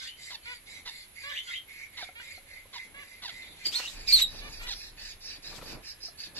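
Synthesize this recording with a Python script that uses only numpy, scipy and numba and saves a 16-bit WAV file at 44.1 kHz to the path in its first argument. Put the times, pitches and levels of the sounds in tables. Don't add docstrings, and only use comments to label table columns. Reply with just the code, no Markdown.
import sys
import numpy as np
from scipy import signal
from scipy.fft import rfft, irfft
from scipy.io import wavfile
from scipy.ndimage import uniform_filter1d
from numba import njit

SR = 44100
rng = np.random.default_rng(int(sys.argv[2]) if len(sys.argv) > 2 else 0)


def voltage_ratio(level):
    return 10 ** (np.asarray(level, float) / 20)


def log_audio(samples):
    frames = np.atleast_2d(samples).T
    limited = np.clip(frames, -1, 1)
    pcm = np.round(limited * 32767).astype(np.int16)
    wavfile.write(sys.argv[1], SR, pcm)


N = 281799
T = np.arange(N) / SR

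# start in seconds, length in seconds,
# effort in dB, gape in dB (how far the second and top groups of rings are lifted), tuning of the rings above 3
# kHz in percent.
NEST_RASPS = [(-.05, 0.17, -49, 0, .1), (.165, 0.19, -51, 1, 2.1), (.425, 0.16, -51, -1.5, .1),
              (.655, 0.17, -50, -2, 4.1), (.85, 0.21, -54, 2.5, .1), (1.14, 0.28, -45.5, -4.5, .1),
              (1.415, 0.18, -48.5, -2.5, .1), (1.675, 0.2, -46.5, -11, 1.5), (1.915, 0.19, -51, -5, .1),
              (2.155, 0.25, -48, -6.5, .1), (2.46, 0.16, -48.5, -12.5, .1), (2.715, 0.16, -49.5, -9, .1),
              (2.94, 0.28, -52.5, -9, .1), (3.27, 0.22, -48.5, -5, .1), (3.45, .13, -60.5, 0, .1),
              (3.565, 0.12, -46, -10.5, .1)]
PERCH_RASPS = [(3.9, 0.2, -52.5, -3.5, -1), (4.25, 0.19, -47, -9.5, -1.5), (4.42, 0.21, -50, -6, 2),
               (4.69, 0.22, -45, -12.5, 1.5), (4.965, 0.18, -47, -4.5, -2), (5.2, 0.18, -46, -8.5, 0.8),
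               (5.42, 0.11, -45, -9.5, 0.8), (5.63, 0.13, -48, -4.5, -0.5), (5.82, .12, -48.5, -6.5, 4),
               (6.0, 0.097, -44.5, -14.5, 7), (6.17, 0.11, -43.5, -9.5, -2.5),
               (6.345, 0.059, -43, -9.5, -3)]
# pitch in Hz, width in Hz, level in dB.
NEST_THROAT = [
    [(2134, 119, 5.5), (2350, 210, -5), (1880, 160, -15)],
    [(3650, 420, 3.5), (4600, 260, -0.5), (4255, 250, 1)],
    [(5800, 1150, 16), (6760, 850, 12.5), (7300, 2600, 9.5), (13300, 1900, -5.5)],
]
PERCH_THROAT = [
    [(3854, 320, -1.5), (4600, 370, 3.5), (5064, 410, -0.6)],
    [(1804, 220, -4.5), (2483, 240, 1.5), (2230, 200, -5)],
    [(6520, 230, 1.5), (7000, 250, -3), (7420, 670, 0.5), (13000, 2300, -7.5)],
]
# time in seconds, pitch in Hz, level in dB.
SHRIEK_NOTES = [
    [(3.65, 4750, -36), (3.658, 4770, -24.5), (3.668, 4686, -24.5), (3.678, 4700, -34),
     (3.688, 4710, -25.5), (3.712, 4690, -60)],
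    [(3.715, 2314, -46), (3.735, 3350, -37.5), (3.75, 3700, -28.5), (3.76, 4260, -24), (3.775, 4294, -28.5),
     (3.799, 4294, -38)],
    [(3.8, 2810, -42), (3.845, 2800, -44), (3.862, 2815, -34), (3.874, 3100, -44)],
    [(3.875, 3786, -32), (3.888, 3797, -37.5), (3.896, 3790, -47), (3.93, 3777, -57)],
    [(4.074, 5080, -33), (4.085, 5050, -25), (4.097, 4902, -26)],
    [(4.122, 4130, -16.5), (4.135, 4375, -12.5), (4.144, 4410, -10), (4.16, 4130, -18), (4.177, 3850, -22),
     (4.203, 3570, -30)],
    [(4.206, 3843, -34), (4.222, 3903, -14), (4.233, 3844, -18.5), (4.243, 3787, -25.5), (4.275, 3750, -42)],
]
# time in seconds, pitch in Hz, level in dB.
DUET_NOTES = [
    [(3.642, 3000, -48), (3.66, 3200, -44), (3.688, 3120, -52)],
    [(3.765, 4930, -44), (3.79, 5046, -42)],
    [(4.068, 3850, -41), (4.083, 3810, -39)],
    [(4.084, 4660, -28), (4.105, 4600, -24), (4.122, 4733, -25.5)],
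    [(4.146, 4430, -18), (4.165, 4390, -23), (4.192, 4440, -35)],
]
# half-pitch level in dB, flutter depth from 0 to 1.
SHRIEK_ROUGHNESS = [(-33.5, .63), (-29, 0.47), (-32, 0.63), (-15.5, 0.51), (-8.5, 0.43), (-36, .4),
                    (-39, 0.29)]
# half-pitch level in dB, flutter depth from 0 to 1.
DUET_ROUGHNESS = [(-25, .9), (-24.5, .5), (-26, 0.47), (-9, .6), (-44, 0.15)]
# start in seconds, length in seconds,
# top pitch in Hz, top level in dB, brightness in dB per octave.
FLAT_CALLS = [(0.454, 0.089, 503, -62.5, 0), (1.234, 0.094, 587.6, -60.5, -1.1),
              (2.152, 0.074, 489, -65.5, 2.5), (2.941, 0.096, 586.5, -66.5, -0.6),
              (3.733, 0.097, 499, -65, -0.5), (4.411, 0.081, 607, -65.5, 2.5),
              (4.595, 0.081, 493, -64.5, 3.5)]
FALLING_CALLS = [(.297, 0.067, 1037, -53.5, .1), (.85, 0.065, 1007, -53, .1),
                 (1.966, 0.091, 998, -53.5, .1), (2.726, 0.065, 1037, -54.5, .1),
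                 (3.217, .098, 1019, -52.5, .1), (4.662, 0.087, 962, -51.5, 4.0)]
# frequency in Hz, level in dB.
FLAT_THROAT = [(400, -19), (550, -6), (1000, 1.5), (2000, 11), (2800, 6.5), (4100, -3.5), (6000, -27)]
FALLING_THROAT = [(500, -1), (1000, 6.5), (2000, 7), (2800, 6.5), (3700, 16.5), (4600, 9.5), (6000, 0),
                  (9000, -18.5)]
# start in seconds, length in seconds, pitch in Hz, level in dB.
HELD_NOTES = [(.005, 0.073, 3490, -47), (1.295, 0.11, 3420, -43), (1.474, 0.021, 3380, -38.5),
              (1.497, .07, 3560, -45), (3.458, 0.034, 3740, -57), (3.5, 0.031, 3540, -53)]
# start in seconds, length in seconds, pitch in Hz, level in dB.
GRUNTS = [(.005, 0.031, 1550, -53), (1.3, 0.038, 1710, -50), (1.465, 0.039, 1475, -53)]
# start in seconds, level in dB, tail in seconds.
SWEEPS = [(.048, -45.5, 0.11), (1.332, -37.5, .065), (1.508, -38.5, 0.085)]
# start in seconds, length in seconds, rustle in dB, thump in dB.
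WING_BEATS = [(3.655, 0.031, -44, -54), (3.7, 0.18, -53.5, -50), (3.87, 0.098, -59, -62),
              (4.075, 0.024, -45, -56), (4.1, 0.038, -42, -55), (4.14, 0.053, -49, -52),
              (4.18, 0.048, -41.5, -50), (4.6, 0.072, -61, -52.5), (5.5, 0.094, -64.5, -54.5),
              (5.562, .035, -61.5, -64), (5.6, 0.071, -68, -55), (5.67, 0.083, -62, -58)]
# time in seconds, peak in dB, ring in Hz, left minus right in dB.
TAPS = [(2.028, -39, 710, 5), (2.09, -42, 734, 4), (2.2, -40, 1560, -3.0), (2.379, -47.5, 740, -4),
        (2.656, -49.5, 546, -2), (3.667, -45, 335.8, -11), (4.633, -47, 1395, 12), (5.384, -50.5, 297, -10),
        (5.529, -47, 630, 11), (5.54, -47, 530, -8), (5.614, -43.5, 1320, 5), (5.627, -41.5, 545, -2),
        (5.746, -46, 350, -9), (5.488, -51, 170, -2), (5.583, -41, 139, -3), (5.615, -42, 152, 0),
        (5.752, -40.5, 129, -7), (6.28, -51, 198, 0), (6.039, -56, 414, 3.5), (6.084, -49.5, 700, 13),
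        (6.271, -50.5, 324, 11)]
# start in seconds, length in seconds, rumble in dB, rub in dB.
GUSTS = [(.6, 0.26, -74, -72.5), (2.45, 0.27, -68, -86), (2.85, .2, -75, -68.5), (3.3, 0.72, -74, -66.5),
         (3.92, 0.43, -46.5, -62.5), (4.33, .2, -45, -55), (4.53, 0.2, -44.5, -64.5),
         (4.7, 0.51, -54.5, -68), (5.45, 0.22, -57, -59), (5.63, 0.2, -52.5, -53.5), (5.8, 0.89, -73, -73),
         (6.34, .1, -68, -52.5), (5.2, 0.27, -63.5, -70)]
# frequency in Hz, level in dB per Hz.
HUSH_COLOUR = [(35, -57), (60, -8.5), (1270, -10.5), (2140, -3), (3170, -8.5), (3890, -7), (5130, -15.5),
               (7740, -14.5), (8680, -16), (10900, -9), (11700, -30), (12500, -28), (14400, -18)]
# start in seconds, end in seconds, pitch in Hz, width in Hz, level in dB.
FAR_HUM = [(0, 6.4, 79., 16., -68), (3.55, 4.07, 1590., 15., -69), (1.95, 2.6, 550., 20., -72),
           (.1, .45, 3060., 30., -65), (5.8, 6.4, 1710., 25., -68)]
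# left minus right in dB, lag of the right opening in ms, share of quick echoes,
# and for the near bird also the turn of phase round the phone's case in cycles.
SEATS = dict(nest=(-1.2, .15, 1), perch=(-4.5, 0.094, 0.84), flat=(-2.9, .2, 0.35), fall=(-3, 0.087, 0.37),
         near=(-3.6, .238, .15, .25), far=(-.4, -0.31, 1))
# frequency in Hz, dB against its neighbours.
FAINTEST_KEPT = [(2000, -14), (3200, -6), (4200, -11), (5200, -4.5), (6000, -8), (7200, -9), (8900, -1),
                 (10200, -4), (11200, -12), (12300, -10), (14000, -5)]


def chicks(rasps, throat):
    clicks_per_s, click_spread_db = 900, 1.5
    ring_swell_db, ring_grain_db, ring_wander_percent = 2.13, 2.5, 1.32
    beak_hz, beak_arch_percent = 3000, 3.46
    clicks = (rng.random(N) < clicks_per_s / SR) * voltage_ratio(click_spread_db * rng.standard_normal(N))
    clicks = unit(clicks * voltage_ratio(1.2 * walk(60))) + 1.4 * rng.standard_normal(N)

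    parts = [np.clip((T - start) / length, 0, 1) for start, length, *_ in rasps]
    beak_percent = np.zeros(N)
    for (*_, tuning), part in zip(rasps, parts):
        arched = tuning + beak_arch_percent * (2 * np.sin(np.pi * part) - 1)
        beak_percent += arched * (part > 0) * (part < 1)

    def ring(hz, width, db):
        level = voltage_ratio(db + ring_swell_db * walk(20) + ring_grain_db * walk(140)) / np.sqrt(width)
        bend_percent = ring_wander_percent * walk(14) + beak_percent * (hz > beak_hz)
        return level * glide(clicks, hz * (1 + bend_percent / 100), 1.56 * width)

    first, second, top = [unit(sum(ring(*row) for row in group)) for group in throat]
    out = np.zeros(N)
    for (_, _, effort_db, gape_db, _), part in zip(rasps, parts):
        swell = np.clip(np.sin(np.pi * part), 0, 1) ** 0.61
        breath = swell * voltage_ratio(effort_db + 0.57 * (2 * part - 1))
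        out += breath * (first + voltage_ratio(gape_db) * second + voltage_ratio(-5 + 0.96 * gape_db) * top)
    return out


def shriek(tune, roughness):
    tables = [[point + rough for point in note] for note, rough in zip(tune, roughness)]
    gate, (hz, db, half_db, depth) = notes(tables, edge_ms=2.7)
    depth = np.clip(depth, 0, 1)
    shake = .016 * depth * walk(350) + .05 * voltage_ratio(half_db) * walk(900)
    phase = 2 * np.pi * np.cumsum(hz * (1 + shake)) / SR
    flutter_hz = 215 * (1 + 0.24 * walk(40))
    flutter = 1 + depth * np.sin(2 * np.pi * np.cumsum(flutter_hz) / SR)
    second = voltage_ratio(-17.5 + 1.6 * walk(150)) * np.sin(2 * phase) * (hz < 4750)
    third = voltage_ratio(-13.5 + 0.4 * db + 2.33 * walk(150)) * np.sin(3 * phase) * (hz < 4500)
    half_pitch = voltage_ratio(half_db) * (np.sin(phase / 2) + 0.35 * np.sin(phase))
    tone = np.sin(phase) + second + third + half_pitch
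    rasp = voltage_ratio(-19.5) * walk(3000) * np.sin(phase)
    return 0.95 * gate * voltage_ratio(db) * (flutter * tone * voltage_ratio(0.75 * depth * walk(400)) + rasp)


def nasal(tables, throat, boost_db, rasp_s, rasp_db, edge_ms, patchy_db):
    gate, (hz, db, rough, bright_db) = notes(tables, edge_ms)
    rough = np.clip(rough, 0, 1)
    phase = 2 * np.pi * np.cumsum(hz * (1 + .07 * rough * walk(700))) / SR
    stack = np.zeros(N)
    for k in range(1, 12):
        tilt_db = bright_db * np.log2(k * hz / 2500)
        level = voltage_ratio(on_log(throat, k * hz) + tilt_db + patchy_db * walk(90))
        stack += level * np.sin(k * phase + k * k)
    catch = np.zeros(N)
    for table in tables:
        since = T - table[0][0]
        catch += (since > 0) * np.exp(-(np.clip(since, 0, 1) / rasp_s) ** 2)
    voice = (1 - 0.64 * catch) * stack * (1 + rough * walk(400))
    return gate * voltage_ratio(db + boost_db) * (voice + catch * voltage_ratio(rasp_db) * coloured(throat))


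def flat_call(start, length, hz, db, bright_db):
    rough = 0.091
    return [(start, hz * 0.93, db - 2, rough, bright_db),
            (start + length * 0.75, hz, db, rough, bright_db),
            (start + length, hz * .92, db + 0.5, rough, bright_db)]


def falling_call(start, length, hz, db, bright_db):
    hold_s, sag_hz_per_s, fade_db_per_s, rough = .029, 6200, 120, 0.4
    after_s = np.array([0, .8, 1]) * (length - hold_s)
    fade_db = -fade_db_per_s * after_s + [0, 0, -13]
    points = [(start, hz, db - 7.5, rough, bright_db)]
    for after, fade in zip(after_s, fade_db):
        points.append((start + hold_s + after, hz - sag_hz_per_s * after, db + fade, rough, bright_db))
    return points


def chirrup():
    def held(rows):
        return [[(start, hz, db), (start + length, hz, db)] for start, length, hz, db in rows]

    out = np.zeros(N)
    for side in (held(HELD_NOTES), sorted(held(GRUNTS) + [sweep(*row) for row in SWEEPS])):
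        gate, (hz, db) = notes(side, edge_ms=0.98)
        waver = .028 * walk(160) + .024 * walk(900)
        phase = 2 * np.pi * np.cumsum(hz * (1 + waver)) / SR
        out += gate * voltage_ratio(db + 2.5 * walk(170)) * (1 + .4 * walk(1500)) * np.sin(phase)
    return out


def sweep(start, db, tail_s):
    low_hz, high_hz, rise_s = 1700, 3040, .044
    top = start + rise_s
    return [(start, low_hz, db),
            (start + rise_s / 2, (low_hz + high_hz) / 2, db - 6.5),
            (top, high_hz, db),
            (top + tail_s * 0.35, high_hz, db - 6.5),
            (top + tail_s, high_hz, db - 38)]


def wings():
    rustle_gain, thump_gain = swells(WING_BEATS, edge_s=0.059)
    # pitch in Hz, width in Hz, level in dB
    vanes = [(2440, 1400, -4.5), (4310, 2900, 3), (6460, 3200, -6.5), (7730, 1700, -7.5), (12300, 8300, -10.5)]

    def feathers():
        return sum(voltage_ratio(db + 4 * walk(45)) * unit(noise_band(hz, width)) for hz, width, db in vanes)

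    rustle = np.array([feathers(), feathers()])
    grains = rng.standard_normal(N) * voltage_ratio(5.5 * walk(130))
    thump = unit(svf(svf(grains, 1040.0, 1900.0), 1040.0, 1900.0))
    return voltage_ratio(8.5) * rustle_gain * rustle + thump_gain * thump


def taps():
    out, t = np.zeros((2, N)), T[:4000]
    for start, db, hz, pan_db in TAPS:
        ring = np.sin(2 * np.pi * hz * t) * np.exp(-t / 0.0067)
        ring += .5 * np.sin(2 * np.pi * 1.85 * hz * t) * np.exp(-t / 0.0059)
        i = int(start * SR)
        out[:, i:i + len(t)] += voltage_ratio(db + np.array([[pan_db], [-pan_db]]) / 2) * ring[:N - i]
    return out


def wind():
    calm = voltage_ratio(np.array([[-68], [-73]]))
    rumble_gain, rub_gain = swells(GUSTS, edge_s=0.12) + calm

    def band(hz, width, next_hz, next_width):
        return unit(svf(svf(rng.standard_normal(N), hz, width), next_hz, next_width))

    rumble = np.array([band(31.0, 28.0, 33.0, 38.0) for _ in range(3)])
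    rub = np.array([band(90.0, 840.0, 91.0, 910.0) for _ in range(3)])
    throb = np.sin(2 * np.pi * np.cumsum(27 + 2.51 * walk(9)) / SR)
    gust = rumble_gain * (0.52 * rumble[0] + 1.01 * throb + 0.3 * rumble[1:])
    return gust + rub_gain * voltage_ratio(2 * walk(25)) * (rub[0] + 0.97 * rub[1:])


def air():
    hush_db, insect_db, insect_pan_db = -58, -61.5, -7.5
    alike = coloured(HUSH_COLOUR)
    apart = np.array([coloured(HUSH_COLOUR) for _ in range(2)])
    low = signal.butter(1, 300, fs=SR, output="sos")
    hush = signal.sosfilt(low, alike) + apart - 0.16 * signal.sosfilt(low, apart)
    hum = np.zeros(N)
    for start, end, hz, width, db in FAR_HUM:
        hum += voltage_ratio(db) * (T > start) * (T < end) * unit(svf(rng.standard_normal(N), hz, width))
    # pitch in Hz, width in Hz, level in dB
    bands = [(10810, 750, 1), (11150, 250, -1.4), (11400, 340, 0.6)]

    def insects():
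        return unit(sum(voltage_ratio(db + 2.3 * walk(8.9)) * noise_band(hz, width) for hz, width, db in bands))

    bugs = np.array([insects(), insects()])
    return voltage_ratio(hush_db) * hush + hum + voltage_ratio(insect_db + insect_pan_db * np.array([[.5], [-.5]])) * bugs


def ports(x, pan_db, lag_ms, echo=.4, turn=0):
    hz = np.arange(N // 2 + 1) * SR / N
    late_s = rng.uniform(.0005, .007, (2, 4, 1))
    path = 1 + echo * np.sum(np.exp(-2j * np.pi * hz * late_s - late_s / .008), axis=1) / 2
    path[1] *= np.exp(-2j * np.pi * (hz * lag_ms / 1000 + turn))
    return irfft(rfft(x) * path, N) * voltage_ratio(np.array([[pan_db], [-pan_db]]) / 2)


@njit
def walls(x, lags, gain, damp):
    line, soft, out = np.zeros((8, 4096)), np.zeros(8), np.zeros((2, len(x)))
    for i in range(len(x)):
        total = 0.
        for k in range(8):
            soft[k] += (1 - damp) * (gain[k] * line[k, (i - lags[k]) & 4095] - soft[k])
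            total += soft[k]
            out[k % 2, i] += soft[k]
        for k in range(8):
            line[k, i & 4095] = x[i] + soft[k] - total / 4
    return out


def unit(x):
    return x / np.sqrt(np.mean(x ** 2))


@njit
def svf(x, hz, width):
    y, b, l = np.empty(len(x)), 0., 0.
    g, k = np.tan(np.pi * hz / SR), width / hz
    for i in range(len(x)):
        v = (b + g * (x[i] - l)) / (1 + g * (g + k))
        b, l, y[i] = 2 * v - b, l + 2 * g * v, k * v
    return y


@njit
def glide(x, hz, width):
    y, b, l, c, m = np.empty(len(x)), 0., 0., 0., 0.
    for i in range(len(x)):
        g, k = np.tan(np.pi * hz[i] / SR), width / hz[i]
        v = (b + g * (x[i] - l)) / (1 + g * (g + k))
        w = (c + g * (k * v - m)) / (1 + g * (g + k))
        b, l, c, m, y[i] = 2 * v - b, l + 2 * g * v, 2 * w - c, m + 2 * g * w, k * w
    return y


def noise_band(hz, width):
    return svf(svf(rng.standard_normal(N), float(hz), float(width)), float(hz), float(width))


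def walk(rate):
    k = int(SR / rate)
    steps = np.repeat(rng.standard_normal(N // k + 1), k)
    return unit(uniform_filter1d(uniform_filter1d(steps, k), k)[:N])


def on_log(points, hz):
    f, db = np.transpose(points)
    return np.interp(np.log(hz), np.log(f), db)


def coloured(points):
    hz = np.arange(1, N // 2 + 2) * SR / N
    return unit(irfft(rfft(rng.standard_normal(N)) * voltage_ratio(on_log(points, hz)), N))


def notes(tables, edge_ms):
    seconds, *columns = np.concatenate(tables).T
    gate = np.zeros(N)
    for table in tables:
        inside_s = np.minimum(T - table[0][0], table[-1][0] - T)
        gate += np.clip(inside_s * 1000 / edge_ms, 0, 1)
    return gate, [np.interp(T, seconds, column) for column in columns]


def swells(rows, edge_s):
    gains = np.zeros((2, N))
    for start, length, *dbs in rows:
        inside_s = np.minimum(T - start, start + length - T)
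        gains += voltage_ratio(np.array(dbs))[:, None] * np.clip(inside_s / edge_s + .5, 0, 1) ** 2
    return gains


def scene():
    nest = chicks(NEST_RASPS, NEST_THROAT)
    perch = chicks(PERCH_RASPS, PERCH_THROAT)
    near = shriek(SHRIEK_NOTES, SHRIEK_ROUGHNESS) + shriek(DUET_NOTES, DUET_ROUGHNESS)
    flat = nasal([flat_call(*row) for row in FLAT_CALLS], FLAT_THROAT,
                 boost_db=8.5, rasp_s=0.0042, rasp_db=-8, edge_ms=2.3, patchy_db=1)
    fall = nasal([falling_call(*row) for row in FALLING_CALLS], FALLING_THROAT,
                 boost_db=0, rasp_s=0.032, rasp_db=15.5, edge_ms=9.1, patchy_db=2.5)
    far = chirrup()
    birds = dict(nest=nest, perch=perch, flat=flat, fall=fall, near=near, far=far)
    direct = sum(ports(bird, *SEATS[name]) for name, bird in birds.items())

    lags = rng.integers(200, 1300, 8)
    fade_s = 0.18
    send = voltage_ratio(6.5) * (nest + perch) + voltage_ratio(-2.5) * (flat + fall) + voltage_ratio(2.5) * near + voltage_ratio(8) * far
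    shed = walls(send + 1e-18, lags, voltage_ratio(-60 * lags / SR / fade_s), 0.42)
    return direct + voltage_ratio(-10.5) * shed + wings() + taps() + wind() + air()


def thin_treble(x, wobble_db):
    spec = signal.stft(x, nperseg=2048, noverlap=1024)[2]
    power = np.abs(spec[:, :1024].reshape(2, 128, 8, -1)) ** 2
    band_db = 10 * np.log10(np.mean(power, axis=(0, 2)) + 1e-20)
    band_db[84:] = band_db[83]
    around_db = uniform_filter1d(band_db, size=19, axis=0)
    wobble = unit(uniform_filter1d(rng.standard_normal(band_db.shape), size=3, axis=1))
    hz = (np.arange(128)[:, None] + .5) * SR / 256
    stands_out = band_db > around_db + on_log(FAINTEST_KEPT, hz) + wobble_db * wobble
    keep = stands_out & (hz < 14350) | (hz < 2000)
    top_db = uniform_filter1d(band_db, size=7, axis=0)
    top_db = top_db + 1.5 * unit(uniform_filter1d(wobble, size=7, axis=0))
    keep &= (hz < 11850) | (top_db > np.median(top_db[72:83]) - 1.5)
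    spec[:, :1024] *= np.repeat(keep, 8, axis=0)
    return signal.istft(spec, nperseg=2048, noverlap=1024)[1][:, :N]


def roll_off(x):
    return signal.sosfilt(signal.butter(12, 14400, fs=SR, output="sos"), x)


def record(dry):
    mix = thin_treble(dry, wobble_db=3)
    return roll_off(mix)


dry = scene()
out = record(dry)
log_audio(out)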